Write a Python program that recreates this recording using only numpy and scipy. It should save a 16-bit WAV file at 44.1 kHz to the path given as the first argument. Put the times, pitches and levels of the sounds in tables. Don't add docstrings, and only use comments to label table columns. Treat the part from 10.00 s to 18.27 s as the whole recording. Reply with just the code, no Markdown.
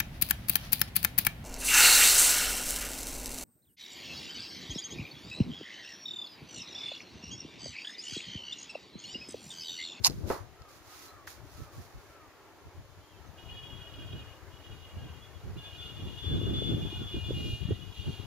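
import sys
import numpy as np
from scipy import signal
from scipy.fft import irfft, next_fast_len
from scipy.io import wavfile
from scipy.ndimage import uniform_filter1d

SR = 44100
rng = np.random.default_rng(int(sys.argv[2]) if len(sys.argv) > 2 else 0)


def master(y):
    cut = np.clip(np.atleast_2d(y).T, -1, 1)
    pcm = np.round(cut * 32767)
    wavfile.write(sys.argv[1], SR, pcm.astype(np.int16))


N = 364618
TIME = np.arange(N) / SR
PADDED = next_fast_len(N, real=True)
BINS = np.fft.rfftfreq(PADDED, 1 / SR)


# t/s, level/dB
BREEZE = [(0, -35.5), (.42, -43), (.58, -58.5), (1.2, -57), (1.5, -50), (2.1, -58.5), (2.5, -64),
          (3.05, -53.5), (3.25, -49), (4.2, -50), (4.45, -49.5), (5.3, -45.5), (5.9, -45), (6.2, -35),
          (6.6, -35), (7.4, -41.5), (7.9, -41), (8.27, -42)]
# peak t/s, length/s, level/dB, left minus right/dB
GUSTS = [(0.106, 0.03, -37, 5), (0.183, 0.086, -43, -4), (0.266, 0.099, -41, 14), (0.616, .035, -49.5, -1),
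         (.73, .03, -67, 4), (1.383, 0.067, -57, 19), (1.609, 0.051, -41, -2.5), (1.792, 0.042, -41, -1.5),
         (1.969, 0.033, -44, -1), (2.105, 0.035, -58, 5), (2.67, 0.028, -45.5, 3), (2.795, 0.07, -46, 0.5),
         (2.989, 0.027, -49, 2), (3.34, .03, -53.5, 6), (3.543, 0.083, -44, 2), (3.727, 0.19, -52.5, 17.5),
         (4.015, 0.081, -40.5, 0.5), (4.158, 0.099, -39, 0.5), (4.734, 0.086, -46, 2),
         (5.014, 0.14, -41, -0.5), (5.48, 0.11, -39, -1), (5.576, 0.034, -39.5, -3),
         (6.043, 0.11, -39, -1.5), (6.346, 0.086, -30.5, -1), (6.509, 0.11, -34, -6.5),
         (6.588, 0.012, -29, -2), (6.724, 0.093, -34.5, -5.5), (6.818, 0.074, -35, -1.5),
         (7.016, 0.096, -37.5, -1.5), (7.165, 0.037, -31.5, 0), (7.323, 0.12, -35, 0.5),
         (7.46, 0.14, -35, -1.5), (7.623, 0.031, -39, 11.5), (7.715, 0.047, -32.5, -2.5),
         (8.01, 0.048, -44.5, 10), (8.086, 0.042, -33.5, -1.5), (8.197, 0.011, -35.5, 5)]
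# t/s, half length/s, gain/dB
LULLS = [(0.05, 0.022, -14), (3.08, 0.035, -12), (4.912, 0.017, -8), (5.28, 0.055, -6), (5.414, 0.022, -13),
         (6.201, 0.031, -16), (6.873, 0.015, 2), (7.09, 0.029, -4), (7.578, 0.013, -3), (7.854, .045, 2),
         (7.948, 0.017, -13), (8.182, 0.012, -6)]

def wind_force(restless_db=3, lee_db=-23.5):
    breeze_db = curve(BREEZE)
    power = np.array([gain_of(breeze_db + shelter_db + restless_db * wander(6.4).real) ** 2
                      for shelter_db in (0, lee_db)])
    for s, length, db, left_db in GUSTS:
        near = abs(TIME - s) < 2 * length
        swell = np.exp(-2 * ((TIME[near] - s) / length) ** 2)
        power[:, near] += (gain_of(db) * pan(left_db) * swell) ** 2
    lulls_db = sum(db * np.exp(-((TIME - s) / length) ** 2) for s, length, db in LULLS)
    return 10 * np.log10(power) + lulls_db


# f/Hz, level/dB
BUFFET_SPECTRUM = [(20, -17), (45, -4.5), (65, 0.5), (90, 5), (120, 1), (170, -6), (240, -12), (330, -11.5),
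                   (430, -17), (550, -28.5), (700, -31), (900, -49), (1500, -36), (3000, -98)]

def wind(trim_db=1, split_hz=145, chop_db=4, chop_hz=18, breeze_top_db=-44, strong_gust_db=-34):
    lowpass = signal.butter(2, split_hz, fs=SR, output="sos")
    out = []
    for force_db, air in zip(wind_force(), stereo_noise(BUFFET_SPECTRUM, -0.019)):
        low = signal.sosfiltfilt(lowpass, air)
        chop = evened(gain_of(chop_db * np.tanh(2 * wander(chop_hz).real)))
        bright_db = 3.5 + 0.93 * np.minimum(force_db - strong_gust_db, 3)
        upper = (air - low) * flutter(depth_db=4, rate_hz=51) * gain_of(bright_db)
        rumble = low * chop * gain_of(-.22 * np.maximum(force_db - breeze_top_db, 0))
        running_level = np.sqrt(uniform_filter1d(air ** 2, size=4000) + 0.043)
        out.append(gain_of(force_db + trim_db) * (rumble + upper) / running_level)
    return np.array(out)


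# t/s, level/dB, half length/s, f/Hz, left minus right/dB
EDDIES = [(6.275, -28.5, 0.011, 92, 12), (6.327, -26, 0.0058, 116, 7), (6.368, -40, 0.0032, 90, -2),
          (6.416, -25.5, 0.0015, 323, 5), (6.436, -30, 0.0063, 95, 6), (6.512, -32.5, 0.0064, 280, -13),
          (6.623, -32.5, 0.0017, 453, -17), (6.678, -34, 0.0056, 107, 14), (6.749, -25, 0.0044, 131, 13),
          (6.852, -27.5, 0.0012, 220, -10), (6.93, -33, 0.0036, 333, -3), (7.02, -32.5, 0.0022, 263, 6),
          (7.145, -34, 0.0044, 330, -4), (7.229, -39, 0.014, 90, 22), (7.309, -23, 0.0019, 405, 1),
          (7.322, -33, 0.0034, 90, 0), (7.37, -29.5, 0.0044, 142, -5), (7.536, -23.5, 0.0051, 84, -1),
          (7.656, -31, 0.0043, 119, 25.5), (7.69, -26, 0.0019, 170, 7), (7.7105, -25, 0.0033, 398, -9),
          (7.7157, -28, 0.00087, 300, 0), (7.726, -22.5, 0.01, 102, -1), (8.094, -31, 0.0083, 130, 0),
          (8.2, -37.5, 0.0098, 106, 13)]

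def eddies():
    out = np.zeros((2, N))
    for s, db, length, hz, left_db in EDDIES:
        near = abs(TIME - s) < 3 * length
        t = TIME[near] - s
        thump = np.cos(2 * np.pi * hz * t) * np.exp(-(t / length) ** 2)
        out[:, near] += gain_of(db) * thump * pan(left_db)
    return out


# t/s, length/s, level/dB, attack/s
FINGER_STROKES = [(0.014, 0.066, -47, 0.043), (.1, 0.18, -61.5, .02), (0.258, 0.07, -44.5, 0.045),
                  (0.677, 0.1, -59.5, 0.011), (0.807, 0.26, -52.5, 0.13), (1.267, 0.043, -49, 0.0054),
                  (1.396, 0.25, -58.5, 0.14), (1.695, 0.16, -58.5, 0.047), (1.873, 0.26, -66, 0.028)]
# f/Hz, level/dB
RUB_SPECTRUM = [(900, 6), (2000, 2.5), (3000, -0.5), (4200, 3), (6700, 2.5), (8200, -8), (10000, -2.5),
                (13000, -3.5), (15500, -4)]

def finger_rubs():
    strokes = swells(FINGER_STROKES, release_s=0.042)
    return stereo_noise(RUB_SPECTRUM, 0.019) * strokes * flutter(depth_db=2, rate_hz=280) * pan(-3.5)


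# f/Hz, level/dB
SCRAPE_SPECTRUM = [(180, -30), (300, -26), (968, -2), (1420, -20.5), (1540, -20), (2980, -9.5), (3280, -37),
                   (3450, -12), (4070, -8), (5050, 0.5), (6790, -3.5), (8280, -15), (12100, -7),
                   (14700, -25), (15500, -18)]

def nail_scrape():
    drag = held(s=0.037, length=0.037, db=-21.5, attack_s=0.022, release_s=0.0039)
    likeness = across_bins([(1500, 0.97), (4000, -0.067), (8000, -0.67), (12000, -0.088)])
    return stereo_noise(SCRAPE_SPECTRUM, likeness) * drag * flutter(depth_db=3, rate_hz=340) * pan(-3)


# t/s, level/dB
CLICKS = [(.0432, -18), (0.0472, -2.5), (.0532, -12), (0.0577, -10), (.0642, -21), (0.0681, -14),
          (.0765, -25), (.0988, -30), (.108, -34), (.62, -44), (0.692, -54), (0.752, -53)]
# f/Hz, level/dB, decay/s
CLICK_MODES = [(1000, -34, .0012), (4380, 11, 0.0022), (4990, 17, 0.00093), (6720, 9, 0.0013),
               (11500, -19, .0002)]

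def nail_clicks(trim_db=-1):
    return gain_of(trim_db) * struck(CLICKS, CLICK_MODES, right_phase_rad=2.24) * pan(-3)


# t/s, level/dB
BUMPS = [(.3025, -17.5), (.3071, -21.5), (.3102, -22.5), (.3207, -39)]
# f/Hz, level/dB, decay/s
BUMP_MODES = [(476, 9, 0.0022), (850, -12, 0.0018), (1297, -11, 0.008)]

def grip_bumps():
    return struck(BUMPS, BUMP_MODES, right_phase_rad=0.17) * pan(-3)


# t/s, level/dB, decay/s, lowest f/Hz, highest f/Hz
KNOCKS = [(0.301, -21, 0.0057, 202, 1170), (0.31, -27.5, 0.048, 330, 1380),
          (1.274, -31.5, 0.0082, 1460, 4960)]
# f/Hz, level/dB
GRIP_SPECTRUM = [(120, -19), (330, -4), (500, -7.5), (700, -7), (950, -6.5), (1400, -10), (2000, -12),
                 (3000, -23), (6000, -25), (15000, -16.5)]

def grip_knocks(trim_db=-1):
    noise, out = stereo_noise(GRIP_SPECTRUM, 0.37), np.zeros((2, N))
    for s, db, decay, low_hz, top_hz in KNOCKS:
        fade = (TIME >= s) * np.exp(-np.clip((TIME - s) / decay, 0, 60))
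        out += gain_of(db + trim_db) * fade * bandpass(noise, low_hz, top_hz)
    return out * pan(-2.5)


# t/s, length/s, level/dB, attack/s
PALM_SHIFTS = [(0.092, 0.018, -47, .006), (.19, 0.088, -44, .1)]

def palm():
    rustle = evened(bandpass(stereo_noise(GRIP_SPECTRUM, 0.55), low_hz=240, top_hz=600))
    return swells(PALM_SHIFTS, release_s=.025) * rustle


# t/s, length/s, level/dB
BITES_A = [(3.372, 0.094, -57.5), (3.48, 0.23, -53.5), (3.73, 0.18, -56.5), (3.93, 0.28, -53.5),
           (4.24, 0.093, -59.5), (4.51, 0.16, -62.5), (4.63, 0.28, -59), (4.95, 0.22, -59.5),
           (5.2, 0.31, -69.5), (5.57, 0.027, -61), (5.64, 0.12, -54.5), (5.80, 0.1, -52.5),
           (5.96, 0.047, -56), (6.06, .12, -55.5), (6.22, 0.21, -54.5), (6.42, 0.21, -58.5),
           (6.54, 0.47, -55), (7.065, 0.11, -54.5), (7.25, 0.27, -55), (7.57, 0.3, -57.5),
           (7.81, 0.15, -57.5), (7.96, 0.39, -56.5)]
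BITES_B = [(5.574, 0.018, -51.5), (5.632, 0.03, -49), (5.772, 0.11, -49.5), (5.9, 0.25, -57),
           (6.178, 0.32, -48.5), (6.245, 0.096, -46.5), (6.532, 0.17, -42), (6.71, 0.436, -52),
           (7.093, 0.065, -50.5), (7.237, 0.094, -48.5), (7.36, 0.51, -64)]
BITES_C = [(5.561, 1.2, -60.5), (5.797, 0.07, -58), (6.809, 0.023, -53), (6.891, 0.11, -52),
           (7.11, 0.17, -50.5), (7.336, 0.22, -48), (7.595, 0.16, -57.5), (7.936, 0.27, -57)]
# t/s, rotation f/Hz, share of steady tone/0-1, disc ring/dB
SPINDLE_A = [(3.3, 415, .5, -3), (3.45, 415.5, .25, -2), (3.7, 416, .17, 3), (4.3, 414.5, .05, -3),
             (4.6, 417, .05, -1), (5.1, 411.5, .06, -3), (5.6, 416, .1, -2), (6.4, 416, .14, 4),
             (7.2, 418, .1, 3), (7.7, 418, .15, 2), (7.87, 418, .15, -7), (8, 418, .25, 1),
             (8.27, 418, .25, -2)]
SPINDLE_B = [(5.5, 433.5, .9, -3), (6.1, 433, .9, -3), (6.3, 432.7, .96, 0), (6.7, 432.4, .98, 1),
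             (7.1, 432, .85, 0), (7.4, 431, .5, -3), (8.27, 424, .3, -3)]
SPINDLE_C = [(5.5, 407, .3, -4), (6.2, 408, .35, 1), (6.8, 409, .6, 0), (6.95, 409, .85, -3),
             (7.15, 408.3, .9, -2), (7.35, 407, .96, -3), (7.55, 406.3, .97, -2), (7.7, 405.5, .5, 6),
             (7.87, 405, .5, -3), (8, 404.7, .7, 6), (8.27, 404, .6, 4)]
# order/multiple of the rotation, level/dB
ORDERS_A = [(6, -12), (7, 0), (8, -2.5), (9, -11.5), (10, -23), (11, -24), (12, -29), (17, -31)]
ORDERS_B = [(5, -26), (6, -28), (7, -22), (8, 0), (9, -26), (10, -25), (11, -25), (13, -37), (14, -37),
            (15, -30), (16, -33)]
ORDERS_C = [(6, -10.5), (7, 0), (8, -11), (9, -13), (10, -16.5), (11, -19), (12, -31), (13, -32), (14, -31),
            (15, -32), (16, -29), (17, -28), (18, -33), (19, -37), (20, -35), (21, -37), (22, -37),
            (24, -33), (25, -29), (26, -35), (27, -35), (28, -34), (31, -37), (34, -32)]
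# t/s, tilt about the seventh order/dB per order
TILT_C = [(5.5, 0.5), (7.15, -0.8), (7.35, -0.5), (7.5, 0.5), (7.65, 0.5), (8.05, 1.8), (8.27, 1.9)]

def cutters():
    bites = [biting(rows) for rows in (BITES_A, BITES_B, BITES_C)]
    first = whine(SPINDLE_A, bites[0], ORDERS_A, trim_db=0.5, left_db=0, lead_rad=.05,
                  smear_hz=14, jitter=0.0015, stutter_db=2.8, sag=.05)
    second = whine(SPINDLE_B, bites[1], ORDERS_B, trim_db=3, left_db=2.2, lead_rad=.22,
                   smear_hz=20, jitter=.0005, stutter_db=3)
    third = whine(SPINDLE_C, bites[2], ORDERS_C, trim_db=3.5, left_db=1, lead_rad=0.11,
                  smear_hz=15, jitter=0.00025, stutter_db=3, sag=.03, tilt=TILT_C)
    return first + second + third + grit(bites)


def biting(bites, attack_s=0.01, release_s=0.031, tremor_db=1.5):
    pressure = swells([(*row, attack_s) for row in bites], release_s)
    return pressure * gain_of(tremor_db * wander(28).real)


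def whine(spindle, bite, orders, trim_db, left_db, lead_rad, smear_hz, jitter, stutter_db,
          sag=0, tilt=None, disc_hz=3370, disc_width_hz=380):
    s, turns_hz, steady, ring_db = np.transpose(spindle)
    on = TIME >= s[0]
    t = TIME[on]
    speed_hz = np.interp(t, s, turns_hz) * (1 + jitter * wander(10.46).real[on])
    angle = 2 * np.pi * np.cumsum(speed_hz) / SR
    steady, ring_db = np.interp(t, s, steady), np.interp(t, s, ring_db)
    grabs = evened(gain_of(stutter_db * wander(29).real[on]))
    clean, rough = np.sqrt(2 * steady), np.sqrt(1 - steady) * grabs
    tilt_db = curve(tilt)[on] if tilt else 0
    chatter, lag = wander(smear_hz), 0
    if sag:
        drop_hz = turns_hz[0] * sag * np.exp(-4.3 * abs(wander(18)) ** 2)
        lag = 2 * np.pi * np.cumsum(drop_hz) / SR
    out = np.zeros((2, N))
    for order, db in orders:
        in_ring = np.exp(-((order * turns_hz[0] - disc_hz) / disc_width_hz) ** 2)
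        level = gain_of(db + in_ring * ring_db + np.clip(order - 7, -2, 4) * tilt_db)
        tone = level * np.exp(1j * (order * angle + 2 * np.pi * rng.random()))
        dragged = chatter * np.exp(-1j * order * lag)
        shared, *own = (sum(dragged[k:k + len(t)] for k in offsets) / np.sqrt(3)
                        for offsets in rng.integers(0, N - len(t), (3, 3)))
        for port in range(2):
            direct = clean * np.exp(1j * lead_rad * order * port)
            out[port, on] += (tone * (direct + rough * (shared + own[port]))).real
    return gain_of(trim_db) * pan(left_db) * bite * out


# f/Hz, level/dB
GRIT_SPECTRUM = [(1800, -10), (2600, -2.5), (3200, -2), (4000, -3.5), (5500, -7), (7200, -6), (7700, -25),
                 (8300, -20.5), (10000, -12.5), (12500, -12), (15500, -19)]
# t/s, level/dB
HISS_BED = [(0, -66), (2.2, -67.5), (3.3, -65), (4.6, -65), (5.5, -64.5), (6.7, -58.5), (7.2, -60.5),
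            (7.5, -55), (7.65, -62.5), (8.05, -61.5), (8.27, -61.5)]

def grit(bites, hiss_db=(-68.5, -88, -76), ordinary_bite_db=-56, db_per_bite_db=0.25):
    power = sum((gain_of(db) * (bite / gain_of(ordinary_bite_db)) ** db_per_bite_db) ** 2
                for bite, db in zip(bites, hiss_db))
    bed = gain_of(curve(HISS_BED))
    return np.sqrt(power + bed ** 2) * stereo_noise(GRIT_SPECTRUM, 0.068)


# t/s, f/Hz, level/dB
FALLING_CALLS = [(.55, 1334, -62), (1.035, 1330, -59.5), (1.56, 1335, -61), (2.09, 1370, -62)]
# delay/s, length/s, start, middle and end pitch/ratio, level/dB
CALL_GLIDES = [(0, 0.13, 0.96, .985, 0.92, -.5), (.07, .16, .95, .89, .8, -2)]
# t/s, length/s, start f/Hz, middle f/Hz, end f/Hz, level/dB
CHIRPS_AND_RINGS = [(0.876, 0.08, 1227, 1240, 1300, -62.5), (1.08, 0.032, 3980, 4060, 4160, -60),
                    (4.202, 0.21, 1560, 1620, 1580, -68), (4.951, 0.23, 1650, 1595, 1430, -68),
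                    (5.55, .22, 1600, 1640, 1560, -68), (5.74, .2, 1470, 1420, 1310, -66),
                    (6.2, .24, 1590, 1650, 1690, -67), (6.94, 0.13, 1500, 1450, 1330, -61),
                    (8.01, 0.06, 4420, 4600, 4850, -69), (3.005, 0.066, 2770, 3200, 3130, -69),
                    (3.07, 0.067, 3060, 3260, 3020, -68), (3.12, 0.05, 3000, 2650, 2640, -69),
                    (3.16, .04, 3070, 3170, 2580, -69), (3.26, .035, 5900, 6150, 6050, -72),
                    (5.205, 0.074, 3330, 3370, 3350, -55.5), (5.33, 0.055, 3330, 3350, 3200, -64),
                    (7.015, .045, 3360, 3310, 3240, -52), (7.43, 0.064, 5000, 5300, 5570, -70),
                    (7.64, 0.14, 1720, 1880, 2030, -63), (7.85, .08, 4700, 4950, 5250, -75)]

def birds_and_rings(quaver=0.0025, hoarseness=0.5):
    calls = [(s + delay, length, hz * start, hz * middle, hz * end, db + glide_db)
             for s, hz, db in FALLING_CALLS
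             for delay, length, start, middle, end, glide_db in CALL_GLIDES]
    shake = 1 + quaver * wander(50).real
    rasp = evened(1 + hoarseness * wander(56))
    out = np.zeros(N)
    for s, length, start, middle, end, db in calls + list(CHIRPS_AND_RINGS):
        at = np.flatnonzero((TIME >= s) & (TIME < s + length))
        progress = np.linspace(0, 1, len(at))
        arc = np.polyfit([0, .5, 1], [start, middle, end], 2)
        hz = np.polyval(arc, progress) * shake[at]
        tone = (rasp[at] * np.exp(2j * np.pi * np.cumsum(hz) / SR)).real
        envelope = np.sqrt(2 * np.sin(np.pi * progress).clip(0))
        out[at] += gain_of(db) * envelope * tone
    return wall_echoes(out)


def wall_echoes(x, t60_s=0.3, wet_db=-5):
    t = np.arange(SR) / SR
    taps = rng.standard_normal((2, SR)) * (rng.random((2, SR)) < .03) * gain_of(-60 * t / t60_s)
    taps /= np.linalg.norm(taps, axis=1, keepdims=True)
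    return x + gain_of(wet_db) * signal.fftconvolve(x[None], taps, axes=1)[:, :N]


# f/Hz, level/dB
TOWN_SPECTRUM = [(88, -59), (150, -9.5), (239, -9.5), (274, -1.5), (359, 0), (404, 0), (481, -3.5),
                 (766, -4), (1150, -6), (1910, -10), (2270, -12.5), (3620, -26), (4650, -21.5),
                 (11600, -34), (15500, -25)]
# t/s, level/dB
TOWN_LEVEL = [(0.0, -64.5), (0.92, -58.5), (2.3, -58.5), (3.1, -61.5), (3.5, -57.5), (4.2, -56.5),
              (4.6, -58), (5.4, -58), (6.4, -57), (7.2, -57.5), (7.9, -60.5), (8.27, -57)]
# f/Hz, left-right likeness/0-1
TOWN_LIKENESS = [(100, 0.34), (600, 0.83), (1400, 0.84), (3100, 0), (6000, 0)]

def town(trim_db=2, patchy_db=1.8, waver_db=.8):
    traffic = stereo_noise(TOWN_SPECTRUM, across_bins(TOWN_LIKENESS))
    spectrogram = signal.stft(traffic, nperseg=2048)[2]
    patches = rng.standard_normal(spectrogram.shape[1:])
    for axis in (0, 1):
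        patches = uniform_filter1d(patches, size=5, axis=axis)
    wash = signal.istft(spectrogram * gain_of(patchy_db * evened(patches)))[1][:, :N]
    return evened(wash) * gain_of(curve(TOWN_LEVEL) + trim_db + waver_db * wander(30).real)


def gain_of(db):
    return 10 ** (np.asarray(db) / 20)


def evened(x):
    return x / np.sqrt(np.mean(np.abs(x) ** 2) + 1e-20)


def pan(left_db):
    return gain_of(np.array([[left_db], [-left_db]]) / 2)


def curve(points):
    return np.interp(TIME, *np.transpose(points))


def across_bins(points):
    hz, value = np.transpose(points)
    return np.interp(np.log(BINS + 1), np.log(hz + 1), value)


def bandpass(x, low_hz, top_hz):
    return signal.sosfilt(signal.butter(2, [low_hz, top_hz], "bandpass", fs=SR, output="sos"), x)


def wander(rate_hz, step=16):
    coarse = TIME[::step]
    noise = rng.standard_normal(len(coarse)) + 1j * rng.standard_normal(len(coarse))
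    slow = signal.sosfilt(signal.butter(2, rate_hz, fs=SR / step, output="sos"), noise)
    return np.interp(TIME, coarse, evened(slow))


def flutter(depth_db, rate_hz):
    return evened(gain_of(depth_db * wander(rate_hz).real))


def stereo_noise(spectrum, likeness):
    left, other = rng.standard_normal((2, len(BINS))) + 1j * rng.standard_normal((2, len(BINS)))
    right = likeness * left + np.sqrt(1 - likeness ** 2) * other
    low_cut = 1 / np.sqrt(1 + (spectrum[0][0] / (BINS + 1)) ** 6)
    colour = gain_of(across_bins(spectrum)) * low_cut
    return evened(irfft(np.array([left, right]) * colour, PADDED)[:, :N])


def held(s, length, db, attack_s, release_s):
    t = TIME - s
    return gain_of(db) * np.clip(t / attack_s, 0, 1) * np.exp(-np.clip((t - length) / release_s, 0, 60))


def swells(rows, release_s):
    return np.sqrt(sum(held(*row, release_s) ** 2 for row in rows))


def struck(hits, modes, right_phase_rad):
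    t = np.arange(600) / SR
    phase = np.array([[0], [right_phase_rad]])
    ring = sum(gain_of(db) * np.exp(-t / decay) * np.sin(2 * np.pi * hz * t + phase)
               for hz, db, decay in modes)
    ring *= 1 - np.exp(-t / .0001)
    blows = np.zeros(N)
    for s, db in hits:
        blows[round(s * SR)] += gain_of(db)
    return signal.oaconvolve(blows[None], ring / abs(ring).max(), axes=1)[:, :N]


def scene():
    air = wind() + eddies()
    distance = town() + cutters() + birds_and_rings()
    handling = finger_rubs() + nail_scrape() + palm() + nail_clicks() + grip_bumps() + grip_knocks()
    return air + distance + handling


def record(dry):
    lowpass = signal.firwin(511, cutoff=15600, window=("kaiser", 9), fs=SR)
    return signal.oaconvolve(dry, lowpass[None], "same")


dry = scene()
out = record(dry)
master(out)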